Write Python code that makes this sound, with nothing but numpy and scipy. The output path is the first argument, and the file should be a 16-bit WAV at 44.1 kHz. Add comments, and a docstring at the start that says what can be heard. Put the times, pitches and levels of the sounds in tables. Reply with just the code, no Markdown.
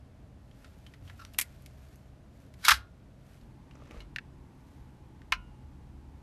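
"""Fingers tick and rub on a heavy metal film camera, handled close up over a cloth-covered table.
A small fitting rattles, the folding viewfinder hood springs open with a clatter, then the focusing
knob turns and the mechanism clicks and clacks. Contacts are short noise bursts, the harder ones ring
metal modes; friction is grainy noise. Soft low thumps sound underneath. The room hums faintly."""
import sys
import numpy as np
from scipy import signal
from scipy.fft import rfft, irfft, next_fast_len
from scipy.io import wavfile
from scipy.ndimage import uniform_filter1d, map_coordinates

SR = 44100
rng = np.random.default_rng(int(sys.argv[2]) if len(sys.argv) > 2 else 0)


def int16_out(signal):
    """Quantize to a 16-bit WAV file."""
    q = np.round(np.clip(np.atleast_2d(signal).T, -1, 1) * 32767)
    wavfile.write(sys.argv[1], SR, q.astype(np.int16))


N = 274302
TIME = np.arange(N) / SR

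# latch and plate contacts: (time [s], level [dB], tilt [dB/oct], t60 [s], spot struck [Hz])
LATCH_HITS = [(2.641, -38.5, -0.5, 0.03, 1600), (2.648, -29.5, 3.5, 0.076, 4500),
              (2.6512, -19.5, 4.5, 0.022, 3900)]
PLATE_HITS = [(2.6828, -11.5, 2.1, 0.055, 1000), (2.6862, -12, .5, 0.023, 1000),
              (2.6903, -13.5, 0.37, 0.017, 2500), (2.6925, -11.5, -1.1, 0.037, 1350),
              (2.7068, -12.5, .5, 0.024, 1080), (2.7098, -14, 1, 0.036, 3360),
              (2.7165, -12.5, -0.82, 0.035, 1450), (2.7205, -17.5, -1, 0.027, 1350),
              (2.7415, -33.5, 1.1, 0.072, 4700)]
# latch and plate modes: (frequency [Hz], gain [dB], t60 [s])
LATCH_MODES = [(1680, -3.5, 0.04), (2230, -0.5, .06), (3900, 3.5, .05), (4500, -7, 0.094),
               (7000, -8, 0.044)]
PLATE_MODES = [(1076, -2, 0.012), (1215, 0, .045), (1346, 1, 0.094), (1420, -21, 0.38), (1457, -3.5, .045),
               (1678, -9.5, .05), (1875, -10, .09), (2088, -7.5, 0.095), (2455, -6, 0.078),
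               (2697, -10.5, 0.042), (3033, -12.5, 0.088), (3364, -6.5, 0.082), (3920, -14, .1),
               (4230, -18, 0.16), (4600, -17, .1), (5220, -7, .08), (6300, -19.5, .13)]
# hood spectrum: (frequency [Hz], gain [dB])
HOOD_TONE = [(330, -33), (550, -35), (800, -14), (1050, -4), (1350, -0.5), (2000, -4.5), (3000, -7.5),
             (5200, -10), (7000, -17), (9500, -20.5), (12000, -17.5)]
def hood():
    """The latch lets go with a ping, the hinges scrape, the sprung plates slap open one by one."""
    latch = contacts(LATCH_HITS, HOOD_TONE, spot_db=7.5) + amp(-6) * ringing(LATCH_HITS, LATCH_MODES)
    swing = run_up(start_s=2.655, stop_s=2.724, db=-28, rise_db=3.5, onset_db_s=950, release_db_s=480)
    hinge_tone = [(400, -27), (1000, -10), (1500, 4), (2000, -4.5), (5000, -2.5),
                  (7000, -13), (13000, -14)]
    scrape = swing * noise(hinge_tone, grain_db=2)
    plates = contacts(PLATE_HITS, HOOD_TONE, spot_db=6.5) + amp(-14) * ringing(PLATE_HITS, PLATE_MODES)
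    return latch + scrape + plates


# fitting contacts: (time [s], level [dB], tilt [dB/oct], t60 [s])
FITTING_HITS = [(1.3842, -39, -1.5, 0.016), (1.3873, -13.5, 2, 0.02), (1.3895, -27, -6, 0.041),
                (1.3967, -19.5, 2.5, 0.028), (1.3995, -28.5, 6, 0.02), (1.4122, -19.5, 2, 0.035),
                (1.4165, -34.5, -2, 0.06), (1.4245, -31, 4, .02)]
# fitting spectrum: (frequency [Hz], gain [dB])
FITTING_TONE = [(200, -36), (550, -29), (800, -24), (1000, -10), (1500, -9.5), (2100, 3.5), (2700, -1),
                (4200, -5.5), (8000, -4), (11500, -2), (13000, -1.5)]
# fitting modes: (frequency [Hz], gain [dB], t60 [s])
FITTING_MODES = [(940, -22, .04), (1430, -16.5, 0.018), (1430, -24.5, 0.3), (1950, -1, 0.036),
                 (2380, 1.5, 0.061), (2750, -1, 0.035), (3250, -3.5, 0.027), (9500, -8, 0.025),
                 (11600, 6.5, 0.021)]
def fitting():
    """A small metal part rattles brightly; its hardest contact rings it."""
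    rattle = contacts(FITTING_HITS, FITTING_TONE, damping=1.05)
    return rattle + amp(-15) * ringing(hardest(FITTING_HITS), FITTING_MODES)


# catch and stop contacts: (time [s], relative level [dB], tilt [dB/oct], t60 [s])
CATCH_HITS = [(4.161, -25.5, 2.1, 0.015), (4.1843, -29, -1.2, 0.017)]
STOP_HITS = [(5.321, -38, 4, .015), (5.3228, -16.5, 1.5, 0.015), (5.3252, -16.5, -4, 0.015),
             (5.333, -31.5, -1.5, 0.068)]
# catch and stop spectra: (frequency [Hz], gain [dB])
CATCH_TONE = [(400, -48), (1000, -30), (1350, -13), (1720, 2), (2100, -8), (2800, -4.5), (3100, -17.5),
              (4200, -16.5), (6000, -28.5), (9000, -40.5), (13000, -42)]
STOP_TONE = [(300, -43), (530, -28), (680, -8.5), (880, -14), (1020, -1), (1450, 5), (1950, -2.5),
             (2400, 5), (2850, 2), (3200, -5), (6000, -11), (7500, -23), (13000, -26)]
# camera body modes: (frequency [Hz], gain [dB], t60 [s])
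BODY_MODES = [(996, -21, 0.41), (1041, -1.5, 0.12), (1355, -19, 0.34), (1440, -19.5, 0.39),
              (1780, -9, 0.062), (2170, 3, 0.07), (2510, -16.5, 0.16), (2820, -30, 0.85),
              (2917, 1.5, 0.077), (2995, -31.5, 0.52), (4090, -4.5, 0.078), (5292, -27, 0.1206)]
def mechanism():
    """A catch clicks twice, then a firm stop rings the body."""
    catch = amp(1) * contacts(CATCH_HITS, CATCH_TONE)
    stop = contacts(STOP_HITS, STOP_TONE, damping=0.94)
    body = amp(-15.5) * ringing(hardest(STOP_HITS), BODY_MODES)
    return with_echo(catch + stop + body, delay_s=0.0083, echo_db=-18.5)


# finger and knob ticks: (time [s], level [dB], tilt [dB/oct], t60 [s], spot touched [Hz])
TICKS = [(0.512, -57.5, -3, .023, 3200), (0.645, -49.5, -1.5, .046, 1390), (0.865, -48.5, -1.5, .035, 3080),
         (0.938, -49.5, -2, .038, 2020), (1.0765, -54, -4.5, .09, 3160), (1.098, -43.5, -5, .028, 1880),
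         (1.2502, -39, -0.5, .011, 5750), (1.336, -51.5, 4.5, .059, 11400), (1.3463, -44.5, -3, .012, 2740),
         (1.622, -53.5, 9, .02, 11400), (1.6612, -43.5, 5.5, .024, 2260), (1.957, -50, 12, .022, 6300),
         (2.5395, -53, 3, .028, 2080), (3.412, -64, 0, .038, 4500), (3.711, -51.5, -6, .024, 2800),
         (5.218, -51, -4.5, .02, 1800)]
# tick spectrum: (frequency [Hz], gain [dB])
TICK_TONE = [(300, -17.5), (800, -11.5), (1400, -3), (3000, -1), (5000, -5), (8000, -13), (13000, -15.5)]
def ticks():
    """Light touches, each coloured by the spot it lands on."""
    return contacts(TICKS, TICK_TONE, spot_db=11)


# knocks while turning: (time [s], level [dB], tilt [dB/oct])
KNOCKS = [(3.753, -49, 3), (3.801, -52, -1.5), (3.8205, -45.5, -1.5), (3.875, -54.5, 3.5), (3.9178, -45, 1),
          (3.9438, -45, -8), (3.965, -46, -10), (3.98, -53, 2.5), (4.021, -52, 3.5)]
# knock and friction spectra: (frequency [Hz], gain [dB])
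KNOCK_TONE = [(150, 2.5), (330, 7), (600, 15), (850, -8.5), (1200, 13), (1700, -5.5), (2300, 0),
              (3500, -32), (6000, -10), (12000, -46)]
FRICTION_TONE = [(100, -8), (300, 5.5), (600, -7.5), (1200, -9), (2500, -12), (5000, -20.5), (12000, -33)]
# ringing tick as the knob stops: (time [s], level [dB], tilt [dB/oct], t60 [s], spot [Hz], spot [Hz])
KNOB_STOP = [(4.004, -49, -2, .06, 2900, 4100)]
def knob():
    """The knob turns with friction and dull knocks, then comes to rest and rings the body."""
    knocks = contacts([(s, db, tilt, 0.021) for s, db, tilt in KNOCKS], KNOCK_TONE)  # t60 21 ms
    turn = run_up(start_s=3.71, stop_s=3.975, db=-54, rise_db=17, onset_db_s=110, release_db_s=270)
    friction = turn * noise(FRICTION_TONE, grain_db=3)
    body = amp(-5.5) * ringing(KNOB_STOP, BODY_MODES)
    return friction + knocks + body + contacts(KNOB_STOP, TICK_TONE, spot_db=9)


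# low thumps: (time [s], level [dB], frequency [Hz], t60 [s])
THUMPS = [(1.019, -42.5, 91.2, 0.75), (2.714, -32.5, 62.4, 0.37), (3.97, -38, 48, 0.35),
          (5.325, -38.5, 42.5, 0.47), (5.629, -44.5, 76.1, .4)]
def thumps():
    """Soft low thumps, each a decaying sine with a rounded attack."""
    track, t = np.zeros(N), np.arange(SR // 2) / SR
    attack = 1 - np.exp(-t / 0.0042)
    for s, db, hz, t60 in THUMPS:
        add(track, s, amp(db - 60 * t / t60) * attack * np.sin(2 * np.pi * hz * t))
    return track


# fingertip squeaks: (time [s], length [s], level [dB], pitch [Hz])
SQUEAKS = [(1.192, .017, -46.5, 1385), (1.211, 0.018, -45, 1335)]
def squeaks():
    """Skin sticks and slips unevenly on the casing: a rough tone whose overtones smear."""
    track = np.zeros(N)
    for s, length, db, hz in SQUEAKS:
        phase = 2 * np.pi * hz * TIME + 0.45 * wobble(700)
        swell = np.sqrt(abs(np.sin(np.pi * np.clip((TIME - s) / length, 0, 1))))
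        overtones = amp(-15.5) * sum(np.sin(k * phase) for k in range(2, 5))
        track += amp(db) * swell * (np.sin(phase) + overtones)
    return track


# hand strokes: (centre [s], length [s], relative level [dB])
STROKES = [(0.65, .24, -65.5), (0.87, .18, -67.5), (1.085, .1, -62), (1.215, .09, -59.5),
           (1.48, .42, -64.8), (1.86, .3, -65.3), (2.42, .16, -68), (2.625, .065, -58), (3.33, .17, -65.5),
           (4.72, .26, -70.5)]
# rubbing spectrum: (frequency [Hz], gain [dB])
RUB_TONE = [(500, -15), (1500, 6), (3500, -0.5), (7000, -4), (10000, -8), (12500, -4)]
def rubbing():
    """Skin and cloth slide over the casing; each stroke swells and fades over a faint resting grip."""
    edge_drop_db, grip = 6, amp(-82)
    swells = [amp(db - edge_drop_db * abs(2 * (TIME - s) / length) ** 1.5) for s, length, db in STROKES]
    envelope = np.sqrt(grip ** 2 + np.sum(np.square(swells), axis=0))
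    return amp(-2) * envelope * noise(RUB_TONE, grain_db=2)


# room spectra, before and after 3.4 s: (frequency [Hz], gain [dB])
AIR_EARLY = [(20, -21.5), (45, -1), (100, -3), (160, -10), (210, -8.5), (245, -14), (275, -10),
             (330, -18.5), (520, -22), (620, -18), (850, -27), (1500, -32), (4000, -41.5), (13000, -52)]
AIR_LATE = [(20, -21.5), (40, 0.5), (90, -3), (160, -8.5), (280, -9.5), (450, -22), (730, -25),
            (850, -20.5), (1300, -31), (1550, -31.5), (4000, -41.5), (13000, -51)]
# hum lines: (frequency [Hz], early level [dB], late level [dB])
HUM = [(69.5, -61, -60), (131, -63.5, -61), (845, -85, -77)]
def room_noise():
    """Background rumble and wavering hum; both change colour abruptly at 3.4 s."""
    late = np.clip((TIME - 3.38) / 0.04, 0, 1)
    track = (1 - late) * amp(-54) * noise(AIR_EARLY) + late * amp(-52.5) * noise(AIR_LATE)
    for hz, early_db, late_db in HUM:
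        rms = amp(early_db + late * (late_db - early_db) + 3 * wobble(3.5))
        track += rms * np.sqrt(2) * np.sin(2 * np.pi * hz * TIME + 0.61 * wobble(2))
    return track


# room decay: (frequency [Hz], t60 [s])
ROOM_DECAY = [(300, 0.38), (1500, 0.25), (4000, .22), (8000, .17), (12000, .16)]
def in_room(x, wet_db):
    """x with a short room tail whose treble dies first."""
    hz, t, spectra = signal.stft(rng.standard_normal(SR // 2), SR, nperseg=256)
    tail = signal.istft(spectra * amp(-60 * t / along(ROOM_DECAY, hz)[:, None]), SR, nperseg=256)[1]
    tail = np.pad(tail, (SR // 200, 0)) / np.linalg.norm(tail)
    return x + amp(wet_db) * signal.fftconvolve(x, tail)[:N]


def with_echo(x, delay_s, echo_db):
    """x with one early reflection off a nearby surface."""
    return x + amp(echo_db) * np.interp(TIME - delay_s, TIME, x)


def contacts(hits, tone, spot_db=0, damping=1.1, size=8192):
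    """Each contact is a dying burst of dense vibration, coloured by its part and the spot struck."""
    track, t, hz = np.zeros(N), np.arange(size) / SR, np.fft.rfftfreq(size, 1 / SR)
    treble = np.clip((hz - 3000) / 5000, 0, 1)  # decays `damping` times as fast
    octaves = np.log2(np.maximum(hz, 700) / 2000)
    for s, db, tilt, t60, *spots in hits:
        fade = amp(-60 * t / t60)
        shake = rng.standard_normal(size)
        burst = (1 - treble) * rfft(shake * fade) + treble * rfft(shake * fade ** damping)
        power = uniform_filter1d(abs(burst) ** 2, size=60)  # a hard blow spreads its energy evenly
        resonance_db = sum(spot_db / (1 + ((hz - spot) / 260) ** 2) for spot in spots)
        gain = amp(along(tone, hz) + resonance_db + tilt * octaves) / np.sqrt(power)
        cepstrum = irfft(np.log(gain))[:size // 2]  # causal: nothing sounds before the blow
        click = irfft(burst * np.exp(2 * rfft(cepstrum, size)))
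        add(track, s, amp(db) * click * np.linalg.norm(fade) / np.linalg.norm(click))
    return track


def ringing(hits, modes):
    """Each contact rings the modes at slightly new strengths; thin metal radiates no bass."""
    track, t = np.zeros(N), np.arange(SR * 2 // 3) / SR
    partials = np.array([amp(db - 60 * t / t60) * np.sin(2 * np.pi * hz * t) for hz, db, t60 in modes])
    for s, db, *_ in hits:
        add(track, s, amp(db + rng.standard_normal(len(modes))) @ partials)
    return signal.sosfilt(signal.butter(4, 800, "highpass", fs=SR, output="sos"), track)


def hardest(hits):
    """The strongest contact, as a one-row table."""
    return [max(hits, key=lambda hit: hit[1])]


def run_up(start_s, stop_s, db, rise_db, onset_db_s, release_db_s):
    """Friction gain: sets in, grows with speed to db, dies once the part stops. Slopes in dB/s."""
    speed = np.clip((TIME - start_s) / (stop_s - start_s), 0, 1)
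    onset_db = onset_db_s * np.maximum(start_s - TIME, 0)
    release_db = release_db_s * np.maximum(TIME - stop_s, 0)
    return amp(db - rise_db * (1 - speed) - onset_db - release_db)


def noise(tone, grain_db=0):
    """Coloured noise of rms 1; grain makes it catch and slip."""
    source = rng.standard_normal(N) * amp(grain_db * wobble(370))
    coloured = filtered(source, lambda hz: amp(along(tone, hz)))
    return coloured / np.sqrt(np.mean(coloured ** 2))


def filtered(x, gain):
    """x through the frequency response gain(hz)."""
    size = next_fast_len(N + 8192)
    return irfft(rfft(x, size) * gain(np.fft.rfftfreq(size, 1 / SR)), size)[:N]


def wobble(rate_hz):
    """Smooth random curve, rate_hz knots a second."""
    return map_coordinates(rng.standard_normal(int(N * rate_hz / SR) + 4), [TIME * rate_hz])


def along(points, hz):
    """(Hz, value) points read on a log axis."""
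    knots_hz, values = np.transpose(points)
    return np.interp(np.log(hz + 1), np.log(knots_hz), values)


def amp(db):
    """Decibels to gain."""
    return 10 ** (np.asarray(db) / 20)


def add(track, s, sound):
    """Mix a sound in at time s."""
    part = track[round(s * SR):][:len(sound)]
    part += sound[:len(part)]


def scene():
    """Camera, hands and room in mono."""
    camera = in_room(hood(), wet_db=-22.5)
    camera += in_room(fitting(), wet_db=-27.5)
    camera += in_room(mechanism(), wet_db=-28)
    handling = in_room(ticks() + knob() + squeaks() + rubbing(), wet_db=-12.5)
    return (camera + handling + thumps() + room_noise())[None]


def record(dry, top_hz=13050):
    """Steep low-pass at top_hz."""
    return filtered(dry[0], lambda hz: 1 / np.sqrt(1 + (hz / top_hz) ** 160))[None]


dry = scene()
out = record(dry)
int16_out(out)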